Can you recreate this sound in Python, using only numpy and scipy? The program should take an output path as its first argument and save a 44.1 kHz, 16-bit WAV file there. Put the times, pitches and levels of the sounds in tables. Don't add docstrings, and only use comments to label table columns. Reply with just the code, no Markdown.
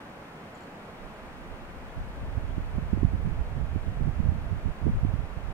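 import sys
import numpy as np
from scipy import signal
from scipy.fft import rfft, irfft
from scipy.io import wavfile
from scipy.ndimage import uniform_filter1d

SR = 44100
rng = np.random.default_rng(int(sys.argv[2]) if len(sys.argv) > 2 else 0)


def to_wav(s):
    ch = np.atleast_2d(s).T
    pcm = np.round(np.clip(ch, -1, 1) * 32767)
    wavfile.write(sys.argv[1], SR, pcm.astype(np.int16))


N = 243873
TIME_S = np.arange(N) / SR
FREQ_HZ = np.maximum(np.arange(N // 2 + 1) * SR / N, 1)


def undb(db):
    return 10 ** (np.asarray(db) / 20)


def unit_rms(x):
    return x / np.sqrt(np.mean(x ** 2))


def over_freq(points):
    hz, value = np.transpose(points)
    return np.interp(np.log(FREQ_HZ), np.log(hz), value)


def noise(gain):
    return unit_rms(irfft(rfft(rng.standard_normal(N)) * gain, N))


def drift(cutoff_hz):
    return noise(np.exp(-(FREQ_HZ / cutoff_hz) ** 2))


def port_rumble(flow_db, top_corner_hz, growth, steepness, low_cut_hz, flutter_db, trim_db=0):
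    level_db = flow_db + flutter_db * drift(38)
    corner_hz = top_corner_hz * undb(growth * (level_db - np.max(flow_db)))
    swirl, total_power = 0, 0
    for hz in 16 * 2 ** (np.arange(14) / 2):
        band = noise(np.clip(1 - np.abs(2 * np.log2(FREQ_HZ / hz)), 0, 1) ** .5)
        power = hz / (1 + (hz / corner_hz) ** steepness) / (1 + (low_cut_hz / hz) ** 2)
        swirl += np.sqrt(power) * band
        total_power += power
    swirl /= np.sqrt(total_power)
    energy = uniform_filter1d(uniform_filter1d(swirl ** 2, size=2200), size=2200)
    return swirl / np.sqrt(energy) * undb(level_db + trim_db)


def airflow_db(port, spill_db=-18):
    # time_s, left_db, right_db
    breeze = [(0, -60, -69), (.55, -67, -65), (1.4, -52, -44), (1.75, -45, -48.5), (2.17, -40.5, -43),
              (2.45, -39, -33.5), (3.3, -36.5, -33.5), (3.65, -41.5, -34), (4.42, -37.5, -30.5),
              (4.76, -45, -45.5), (5.52, -49, -33.5)]
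    # crest_s, half_power_width_s, level_db, struck_port
    gusts = [(1.037, 0.057, -42, "right"), (1.272, 0.046, -54, "left"), (1.526, 0.025, -35.5, "right"),
             (1.743, 0.14, -43.5, "left"), (1.986, 0.039, -33, "right"), (2.038, 0.075, -31.5, "left"),
             (2.22, 0.068, -32.5, "left"), (2.337, .11, -31, "right"), (2.59, 0.2, -31, "right"),
             (2.788, 0.059, -26.5, "right"), (3.018, .15, -24, "right"), (3.266, 0.17, -26, "right"),
             (3.595, .08, -27.5, "right"), (3.733, 0.097, -27, "right"), (3.873, 0.021, -24, "right"),
             (4.044, 0.094, -23.5, "right"), (4.25, 0.11, -23.5, "right"), (4.526, 0.072, -26, "right"),
             (4.67, 0.04, -22, "right"), (4.876, 0.068, -20, "right"), (4.952, 0.06, -22.5, "left"),
             (5.058, 0.055, -20, "right"), (5.172, .1, -26.5, "right"), (5.496, 0.069, -29.5, "right")]
    times_s, left_db, right_db = np.transpose(breeze)
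    power = undb(np.interp(TIME_S, times_s, left_db if port == "left" else right_db)) ** 2
    for crest_s, width_s, level_db, struck_port in gusts:
        swell = np.exp(-np.log(2) * (2 * (TIME_S - crest_s) / width_s) ** 2)
        power += swell * undb(level_db + (0 if struck_port == port else spill_db)) ** 2
    return 10 * np.log10(power)


def buffets(width_cycles, wobble_rad, push_hz, push_db, trim_db):
    # centre_s, level_db, pitch_hz
    eddies = [(2.378, -16.5, 94), (2.583, -15.5, 160), (2.785, -14.5, 153), (2.934, -9.5, 179),
              (2.976, -18, 260), (3.033, -11.5, 242), (3.05, -10, 149), (3.137, -19.5, 242),
              (3.274, -15.5, 115), (3.412, -14, 54.5), (3.762, -16, 205), (4.061, -20.5, 163),
              (4.203, -12.5, 177), (4.289, -12.5, 120), (4.656, -21, 170), (4.868, -15, 253),
              (4.898, -12, 161), (5.052, -14.5, 215), (5.139, -16.5, 110)]
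    out = np.zeros(N)
    wobble = wobble_rad * drift(240)
    for centre_s, level_db, pitch_hz in eddies:
        for hz, part_db in ((pitch_hz, 0), (push_hz, push_db)):
            cycles = (TIME_S - centre_s) * hz
            near = np.abs(cycles) < 4
            swing = np.cos(2 * np.pi * (cycles[near] + rng.random()) + wobble[near])
            envelope = np.exp(-(cycles[near] / width_cycles) ** 2)
            out[near] += undb(level_db + part_db + trim_db) * envelope * swing
    return out


def distant_wash(level_db, left_tilt_db):
    # freq_hz, relative_density_db
    spectrum = [(20, -3.5), (45, -9), (80, -2), (115, -2), (170, 3), (240, 2.5), (325, -3), (600, -1.5),
                (1000, -5), (1550, -8.5), (2500, -14.5), (3600, -22.5), (5200, -29.5), (15800, -40.5)]
    # freq_hz, correlation
    likeness = [(60, 1), (260, 0.96), (550, 0.81), (1050, 0.34), (1600, 0.19), (2400, -0.087),
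                (3900, -0.66), (5200, -0.29), (7000, -0.2), (9000, 0.24), (12000, 0.0018)]
    colour = undb(over_freq(spectrum))
    correlation = np.clip(over_freq(likeness), -.99, .99)
    mid = rfft(rng.standard_normal(N)) * colour * np.sqrt(1 + correlation)
    side = rfft(rng.standard_normal(N)) * colour * np.sqrt(1 - correlation)
    tilt = undb(left_tilt_db * np.tanh(np.log(FREQ_HZ / 900)))
    one_sample_delay = np.exp(-2j * np.pi * FREQ_HZ / SR)
    ports = np.array([(mid + side) * tilt * one_sample_delay, mid - side])
    return unit_rms(irfft(ports, N)) * undb(level_db)


def chitter(pitch_hz, rise_s, decay_s, trim_db):
    # start_s, level_db
    pips = [(0.5454, -63), (0.552, -60), (0.5726, -61), (0.5804, -64), (0.607, -58), (0.6185, -59),
            (0.6334, -61), (0.6509, -64)]
    # pitch_ratio, width_hz, gain_db
    modes = [(.62, 550, 0), (.83, 500, -11), (1, 350, 1.5), (1.09, 500, -4)]
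    resonance = sum(undb(gain_db) / (1 + (2 * (FREQ_HZ - ratio * pitch_hz) / width_hz) ** 2)
                    for ratio, width_hz, gain_db in modes)
    out = np.zeros(N)
    for start_s, level_db in pips:
        age_s = np.maximum(TIME_S - start_s, 0)
        envelope = (1 - np.exp(-age_s / rise_s)) * np.exp(-age_s / decay_s)
        out += undb(level_db + trim_db) * envelope * noise(resonance)
    return out


def chirps(width_s, glide, waver):
    # centre_s, peak_db, pitch_hz
    peeps = [(1.896, -62, 3370), (2.51, -59, 3330)]
    out = np.zeros(N)
    for centre_s, peak_db, pitch_hz in peeps:
        offset = np.clip((TIME_S - centre_s) / width_s, -5, 5)
        hz = pitch_hz * (1 + glide * offset + waver * drift(351))
        out += undb(peak_db) * np.exp(-offset ** 2) * np.sin(2 * np.pi * np.cumsum(hz) / SR)
    return out


def scene():
    left = port_rumble(airflow_db("left"), top_corner_hz=80.5, growth=0.15, steepness=6.4,
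                       low_cut_hz=26, flutter_db=2.2)
    right = port_rumble(airflow_db("right"), top_corner_hz=134, growth=0.37, steepness=5.72,
                        low_cut_hz=5.2, flutter_db=2.5, trim_db=0.5)
    right += buffets(width_cycles=0.56, wobble_rad=0.27, push_hz=72.5, push_db=-3, trim_db=-0.2)
    birds = chitter(pitch_hz=6940, rise_s=.001, decay_s=0.0078, trim_db=-0.5)
    birds += chirps(width_s=0.0157, glide=.01, waver=0.062)
    return np.array([left, right]) + distant_wash(level_db=-44.5, left_tilt_db=1.03) + birds


def record(dry):
    low_cut_hz, top_hz, fade_s = 12, 15700, .004
    highpass = signal.butter(2, low_cut_hz, "highpass", fs=SR, output="sos")
    lowpass = signal.ellip(12, .1, 80, top_hz, fs=SR, output="sos")
    fade = np.minimum(np.minimum(TIME_S, TIME_S[::-1]) / fade_s, 1)
    return signal.sosfilt(lowpass, signal.sosfilt(highpass, dry) * fade)


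dry = scene()
out = record(dry)
to_wav(out)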